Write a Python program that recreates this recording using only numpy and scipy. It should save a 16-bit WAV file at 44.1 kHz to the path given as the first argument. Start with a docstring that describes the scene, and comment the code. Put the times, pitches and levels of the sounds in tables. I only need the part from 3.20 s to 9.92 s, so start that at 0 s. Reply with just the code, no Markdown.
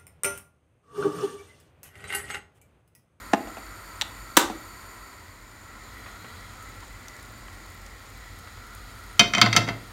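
"""A frying pan with a knob of butter stands over a hissing gas burner in a small tiled kitchen.
A plastic tub is knocked, clicked and snapped shut beside it. Then the pan is lifted and swirled,
the melting butter sizzles faintly and spits, and the pan clatters back onto the iron grate."""
import sys
import numpy as np
from scipy import signal
from scipy.fft import rfft, irfft
from scipy.io import wavfile
from scipy.ndimage import uniform_filter1d, minimum_filter1d

SR = 44100
rng = np.random.default_rng(int(sys.argv[2]) if len(sys.argv) > 2 else 0)


def int16_out(signal):
    """Quantize to a 16-bit WAV file."""
    q = np.round(np.clip(np.atleast_2d(signal).T, -1, 1) * 32767)
    wavfile.write(sys.argv[1], SR, q.astype(np.int16))


N = 296352

# clicks and snaps of the tub's lid: (s, dB, pitch of the contact Hz, fall away from that pitch dB per octave)
TUB_HITS = [(0.813, -4.5, 3700, 14), (0.8195, -7.5, 3650, 12), (0.8224, -15.5, 780, 17),
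            (1.1684, -8, 3500, 7), (1.170, 7, 7100, 3.2), (1.1725, 3, 1790, 2), (1.175, 2.5, 250, 4)]
# the lid's damped resonances: (Hz, width Hz, dB)
TUB = [(265, 19, 15), (305, 59, 32), (550, 140, 27.5), (854, 130, 23), (960, 150, 29), (1300, 320, 27.5), (1704, 120, 24),
       (2860, 1150, 18), (3560, 460, 15), (5660, 730, 15), (7280, 1000, 16.5), (12700, 7600, 9)]
# the pan lands and rocks on the grate: (s, pan ring dB, grate dB, pitch of the contact Hz)
LANDINGS = [(5.994, 0.1, 4, 9000), (6.008, -26, -8, 1600), (6.136, -18.5, -10, 1800), (6.149, -13.5, -11.5, 1800), (6.171, -39, -8, 300), (6.181, -20, -7, 990),
            (6.2145, -12.5, 5, 2930), (6.260, -42, -5, 695), (6.3281, -31, -7, 4370), (6.351, -38, -9, 500),
            (6.3635, -18, 6, 7500), (6.476, -50, -13.5, 403), (6.487, -42, -10, 810)]
# the pan's modes, the main ones first: (Hz, width Hz, dB)
PAN = [(113, 4, 36), (702, 8, 36), (2110, 13, 38), (2499, 14, 42), (3103, 13, 46.5),   # fixed
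       (182, 14, 28), (226, 12, 28), (1061, 22, 24), (1315, 26, 30), (2010, 22, 24), (2222, 22, 27), (2278, 18, 27), (2340, 22, 25), (3187, 20, 27),
       (3553, 22, 29), (3688, 24, 24), (4335, 25, 24), (4700, 45, 25), (5432, 20, 25), (5770, 80, 33), (5900, 90, 31), (6240, 40, 27), (7290, 45, 25), (9020, 50, 16)]
# the iron grate and hob: (Hz, width Hz, dB)
GRATE = [(112.8, 4.8, 43), (197, 26, 34), (308, 72, 25.5), (387, 100, 23.5), (583, 190, 22.5), (705, 14.3, 36), (856, 240, 20), (1040, 90, 26.5), (1312, 81, 32),
         (1730, 290, 23.5), (2080, 130, 32), (2570, 93, 19), (2680, 16, 29.5), (3250, 190, 24), (3775, 98, 25), (4300, 84, 25.5),
         (4720, 105, 29), (5450, 64, 13), (5750, 67, -1), (6070, 300, 20), (7480, 270, 11.5), (9000, 350, 7.5), (13900, 7200, 1)]
# the loudest specks of water bursting in the fat: (s, peak dB, pitch Hz)
SPITS = [(3.208, -43, 5000), (3.605, -38, 5040), (3.883, -28, 5630), (3.966, -37, 6570), (4.028, -37, 9000),
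         (4.502, -40, 12000), (4.664, -36.5, 5400), (5.469, -37, 12000), (5.550, -35, 11000)]
# the gas jet rings in the burner: (Hz, width Hz, dB with the pan seated, tilted, raised)
BURNER = [(1042, 180, -3.5, -9.5, -9), (1342, 204, 1, -5.5, 4.5), (1951, 273, -5, -3.5, -4), (3260, 400, -25, -23, -13.5), (4030, 500, -18.5, -17.5, -11),
          (4545, 135, -7.5, -16.5, -10), (6680, 440, -17.5, -17.5, -15), (7090, 270, -9.5, -11, -15), (8280, 380, -18.5, -26, -25), (9330, 430, -13.5, -24, -15.5),
          (11100, 310, -23, -36, -31), (11750, 210, -14.5, -25, -18), (12180, 570, -16.5, -38, -13), (14300, 720, -21, -27, -27)]
# (Hz, dB per Hz)
JET = [(100, -38), (170, -5), (300, -7), (500, -11), (800, -10.5), (1600, -12.5), (2300, -12), (2900, -25), (5000, -28.5), (6000, -28.5), (10000, -30), (15500, -40)]
FLAME = [(15, -39), (27, -47), (36, -11.5), (45, 5.5), (60, -6.5), (75, -11), (88, -1), (115, -7), (150, -22.5), (300, -55)]
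SIZZLE = [(1500, -4), (2600, -2), (3500, -0.5), (5000, 0), (6100, -8), (8500, -5), (10200, -13.5), (12500, -7), (13500, -12), (15500, -12.5)]
# (s, gas hiss dB)
GAS = [(0, -44.5), (3.2, -45.5), (3.7, -46.5), (4.6, -46.5), (5.35, -48), (5.9, -47)]
# the pan is swirled twice: (s, where it is: 0 seated, 1 tilted, 2 raised)
LIFT = [(1.85, 0.055), (2.45, 0.59), (2.8, 1.7), (3.3, 1.6), (3.7, 0.55), (4.75, 0.86), (5.1, 1.52), (6.0, 1.67)]
# (Hz, t60 s)
KITCHEN = [(150, 0.48), (400, 0.54), (1000, 0.24), (2800, 0.35), (7000, 0.29), (14000, 0.13)]
# (Hz, dB of the reflections)
WALLS = [(100, -29.5), (250, -2), (1000, -9.5), (3500, -13), (8000, -18), (14000, -16)]
CUTOFF_HZ = 15900   # fixed
T = np.arange(N) / SR
# dull knocks on the tub: (s, dB, length of the touch s)
KNOCKS = [(0.1326, -17, 0.0017), (0.1354, -4.5, 0.0011), (0.139, -9.5, 0.0043), (0.146, -17, 0.0034),
          (0.273, -28.5, 0.011), (0.369, -26, 0.012), (1.299, -21.5, 0.0065)]
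# their hollow resonances: (Hz, width Hz, dB)
HOLLOW = [(224, 51, 35.5), (334, 128, 31), (746, 102, 37.5), (1094, 110, 22.5), (1227, 38, 28.5), (1800, 280, 23.5), (2600, 410, 15.5), (3830, 400, 12), (5400, 2400, 6)]
SETTLING = 6   # the grate's damping of the ring grows by this much a second  # fixed
CONTACT_FALL_DB_PER_OCT = 3   # a blow on the grate weakens away from its pitch
# after each landing the grate takes the weight with a dull thud, in step with the blow
THUD_AFTER_S, THUD_DB, THUD_HZ, THUD_FALL_DB_PER_OCT = .014, -6.5, 294, 5
SPITTING_FROM_S, SPITTING_TO_S = 3.1, 6.3   # the fat is hot enough to spit
# levels with the pan seated, tilted, raised (dB)
FLAME_DB = [-49.5, -46.5, -47.5]
SIZZLE_DB = [-56, -55.5, -54.5]
WAVER_DB = [1.0, 1.8, 1.8]   # spread of the burner's resonances  # fixed
FLUTTER_DB, FLUTTER_PER_S = -0.3, 4.4   # the flame flutters at random
DIP_AT_S, DIP_WIDTH_S, DIP_DB = 2.19, 0.44, 3.5   # the level of the steady sounds dips briefly
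HANDLING_FROM_S, HANDLING_TO_S = 2.7, 6.8   # the pan is swirled in the hand
# the hand shifts on the pan's handle: (s, dB, length of the touch s)
GRIPS = [(2.86, 0.5, 0.022), (3.045, -1.5, 0.01), (3.626, -2, 0.013), (4.2832, -4, 0.0035), (5.274, -6, 0.006)]
GRIP_HZ, GRIP_FALL_DB_PER_OCT = 1000, 5   # a broad, dead bump
TICK_DB, TICK_HZ, TICK_FOLLOWS = -17, 9000, 0.66   # metal meeting iron ticks; share of the ring's swing in dB
ECHO_S = [.0031, 0.003765, .0044]   # delay of the hiss's reflection off the pan: seated, tilted, raised
ECHO_DB = -16


def from_db(db):
    """Decibels to gain."""
    return 10 ** (np.asarray(db) / 20)


def rms_one(x):
    """Scale to rms 1."""
    return x / np.sqrt(np.mean(x ** 2) + 1e-20)


def in_time(rows):
    """A curve at every sample."""
    return np.interp(T, *np.transpose(rows))


def at_hz(points, hz):
    """Read a spectrum on a log-frequency axis."""
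    f, value = np.transpose(points)
    return np.interp(np.log(np.maximum(hz, 1)), np.log(f), value)


def coloured(x, spectrum):
    """Give a steady sound a spectrum."""
    return irfft(rfft(x) * from_db(at_hz(spectrum, np.arange(N // 2 + 1) * SR / N)), N)


def drift(rate):
    """Slow chance of spread 1."""
    knots = rng.standard_normal(int(N / SR * rate) + 2)
    return np.interp(T * rate, np.arange(len(knots)), knots)


def resonate(x, hz, width):
    """One resonance, gain 1 on top."""
    r = np.exp(-np.pi * width / SR)
    return signal.lfilter(np.array([1, 0, -1]) * (1 - r * r) / 2, [1, -2 * r * np.cos(2 * np.pi * hz / SR), r * r], x + 1e-18)


def add(out, s, sound):
    """Mix a sound in at a time."""
    start = int(s * SR)
    out[start:start + len(sound)] += sound[:N - start]


def contact(rough, decay_s, above_hz):
    """A unit click followed by a dying chatter of tiny touches, with half a second to ring out."""
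    t = T[:SR // 2]
    chatter = rng.standard_normal(len(t)) * np.exp(-np.minimum(t / decay_s, 20)) * np.sqrt(2 / (decay_s * SR))
    force = rough * signal.sosfilt(signal.butter(1, above_hz, "high", fs=SR, output="sos"), chatter)
    force[0] += 1
    return force / np.sqrt(1 + rough ** 2)


def struck(force, modes, alternate=False):
    """A blow rings all modes of a body; in bending metal, neighbours swing in opposite senses."""
    return sum((-1) ** (k * alternate) * from_db(db) * resonate(force, hz, width) for k, (hz, width, db) in enumerate(modes))


def tub(jolt_db, jolt_s, jolt_hz, jolt_fall_db):
    """Thin plastic: each snap buckles briefly and dies within milliseconds; the last one jolts the contents."""
    out = np.zeros(N)
    for s, *blow in TUB_HITS:
        add(out, s, struck(weighted(contact(rough=0.72, decay_s=0.0037, above_hz=280), *blow), TUB))
    jolt = weighted(contact(rough=8.5, decay_s=jolt_s, above_hz=330), jolt_db, jolt_hz, jolt_fall_db)
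    add(out, TUB_HITS[-1][0], soften(jolt, top_hz=9500))
    return signal.sosfilt(signal.butter(2, 150, "high", fs=SR, output="sos"), out)


def pan_on_grate(damping_per_s, mix_db):
    """Each landing ticks, rings the pan with a new mix of modes, rattles the grate and ends in a thud; settling damps the ring."""
    pan, on_grate, ticks = np.zeros((3, N))
    for s, ring_db, grate_db, contact_hz in LANDINGS:
        damping = 1 + damping_per_s * (s - LANDINGS[0][0])
        modes = [(hz, width * (damping if hz > 1500 else 1), db + mix_db * rng.standard_normal()) for hz, width, db in PAN]
        add(ticks, s, from_db(TICK_DB + TICK_FOLLOWS * ring_db) * contact(rough=1.2, decay_s=.002, above_hz=3000))
        add(pan, s, from_db(ring_db) * struck(contact(rough=0.1, decay_s=0.0029, above_hz=2400), modes, alternate=True))
        add(on_grate, s, weighted(contact(rough=2.3, decay_s=0.0082, above_hz=67), grate_db, contact_hz, CONTACT_FALL_DB_PER_OCT))
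        add(on_grate, s + THUD_AFTER_S, weighted(contact(rough=2.06, decay_s=0.014, above_hz=71), grate_db + THUD_DB, THUD_HZ, THUD_FALL_DB_PER_OCT))
    ticks = signal.sosfilt(signal.butter(2, min(TICK_HZ, SR * .45), "high", fs=SR, output="sos"), ticks + 1e-18)
    return ticks + soften(pan, top_hz=8140) + soften(struck(on_grate, GRATE, alternate=True), top_hz=10700)


def burner():
    """The gas jet hisses through the burner's resonances, which waver more under the moving pan; the flame rumbles more as the pan rises."""
    waver_db = by_pose(WAVER_DB)
    hiss = coloured(rng.standard_normal(N), JET)
    for hz, width, *pose_db in BURNER:
        tone = resonate(resonate(rng.standard_normal(N), hz, width), hz, width)
        hiss += tone * from_db(by_pose(pose_db) + waver_db * drift(9))
    flame = rms_one(coloured(rng.standard_normal(N), FLAME))
    return from_db(in_time(GAS)) * rms_one(off_the_pan(hiss)) + from_db(by_pose(FLAME_DB) + FLUTTER_DB * drift(FLUTTER_PER_S)) * flame


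def butter(per_s, spread_db):
    """Thousands of tiny bubbles burst in the foam, each a click of its own size; louder when the raised pan lets the fat run."""
    sizes = from_db(spread_db * np.minimum(rng.exponential(1, N), 6)) * rng.choice([-1, 1], N)
    bursts = sizes * (rng.random(N) < per_s / SR)
    return from_db(by_pose(SIZZLE_DB)) * rms_one(coloured(bursts, SIZZLE))


def spits(faint_db, count=60):
    """Larger bubbles crack sharply; fainter ones fall at random between them."""
    faint = zip(rng.uniform(SPITTING_FROM_S, SPITTING_TO_S, count), rng.normal(faint_db, 2.3, count), rng.uniform(4200, 14000, count))
    out = np.zeros(N)
    for s, db, hz in SPITS + list(faint):
        crack = resonate(contact(rough=3.6, decay_s=0.0018, above_hz=820), hz, 0.48 * hz)
        add(out, s, from_db(db) * crack / np.abs(crack).max())
    return out


def kitchen(x):
    """Dense reflections off the tiles, dying faster in the treble."""
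    t, tail = T[:SR], 0
    edges = 70 * 2 ** np.arange(9.)   # fixed
    for low, high in zip(edges, edges[1:]):
        hz = np.sqrt(low * high)
        decay = from_db(-60 * t / at_hz(KITCHEN, hz)) * np.clip((t - .003) / 0.012, 0, 1)
        band = signal.sosfilt(signal.butter(2, [low, high], "band", fs=SR, output="sos"), rng.standard_normal(SR))
        tail = tail + from_db(at_hz(WALLS, hz)) * band * decay / np.sqrt(np.sum(decay ** 2))
    return signal.fftconvolve(x, tail)[:N]


def soften(x, top_hz):
    """Round off the treble."""
    return signal.sosfilt(signal.butter(2, min(top_hz, SR * .45), fs=SR, output="sos"), x)


def weighted(force, db, hz, fall_db_per_oct):
    """A blow is strongest at the pitch of its contact and weaker on both sides, with nothing sounding early (minimum phase)."""
    size = len(force)
    octaves = np.log2(np.clip(np.arange(size // 2 + 1) * SR / size, 250, 10000) / hz)   # fixed
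    cepstrum = irfft(np.log(from_db(db - fall_db_per_oct * np.abs(octaves))))[:size // 2]
    cepstrum[1:] *= 2
    return irfft(rfft(force) * np.exp(rfft(cepstrum, size)))


def knocks(rough_per_s, rub_db):
    """Dull, hollow knocks; the longer the touch, the more it rubs."""
    force, rubbing = np.zeros((2, N))
    for s, db, touch_s in KNOCKS:
        rough = rough_per_s * touch_s
        touch = from_db(db) * contact(rough, touch_s, above_hz=87)
        add(force, s, touch)
        add(rubbing, s, touch * rough ** 2 / (1 + rough ** 2))
    rub = from_db(rub_db) * resonate(resonate(rubbing, 1100, 1800), 1100, 2600)
    return soften(struck(force, HOLLOW, alternate=True), top_hz=8800) + rub


def by_pose(values):
    """Blend the values for the seated, tilted and raised pan as it moves."""
    s, pose = np.transpose(LIFT)
    return np.interp(T, s, np.interp(pose, np.arange(len(values)), values))


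def handle(faint_db, faint_touch_s, rough_per_s, count=4):
    """Soft bumps of the hand on the pan's handle, rougher the longer the touch; fainter ones fall at random while it is swirled."""
    faint = [(s, faint_db, faint_touch_s) for s in rng.uniform(HANDLING_FROM_S, HANDLING_TO_S, count)]
    out = np.zeros(N)
    for s, db, touch_s in GRIPS + faint:
        add(out, s, weighted(contact(rough=rough_per_s * touch_s, decay_s=touch_s, above_hz=120), db, GRIP_HZ, GRIP_FALL_DB_PER_OCT))
    return soften(out, top_hz=2400)


def off_the_pan(x):
    """The pan reflects the hiss; as it moves, the path changes and the colour drifts."""
    return x + from_db(ECHO_DB) * np.interp(T - by_pose(ECHO_S), T, x)


def scene():
    """Blows and spits sound in the room, over the steady burner and butter."""
    plastic = tub(jolt_db=17.5, jolt_s=0.037, jolt_hz=260, jolt_fall_db=1.5)
    metal = pan_on_grate(damping_per_s=SETTLING, mix_db=-0.6)
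    dull = knocks(rough_per_s=230, rub_db=16) + handle(faint_db=-9, faint_touch_s=0.011, rough_per_s=260)
    fat = spits(faint_db=-44.5)
    room = kitchen(from_db(-1.5) * plastic + from_db(1.5) * metal + from_db(-3.5) * dull + fat)
    dip = from_db(-DIP_DB * np.exp(-((T - DIP_AT_S) / DIP_WIDTH_S) ** 2))
    steady = dip * (burner() + butter(per_s=7700, spread_db=2.5))
    return (plastic + metal + dull + fat + room + steady)[None]


def record(dry):
    """A fast limiter holds the loudest blows near 1.8 times full scale; the deepest bass and the top are cut."""
    allowed = 1 / np.maximum(np.abs(dry) / 1.8, 1)
    gain = uniform_filter1d(minimum_filter1d(allowed, size=45), size=45)
    limited = signal.sosfilt(signal.butter(4, 29, "high", fs=SR, output="sos"), dry * gain)   # fixed
    return signal.sosfilt(signal.ellip(10, .2, 70, CUTOFF_HZ, fs=SR, output="sos"), limited)   # fixed


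dry = scene()
out = record(dry)
int16_out(out)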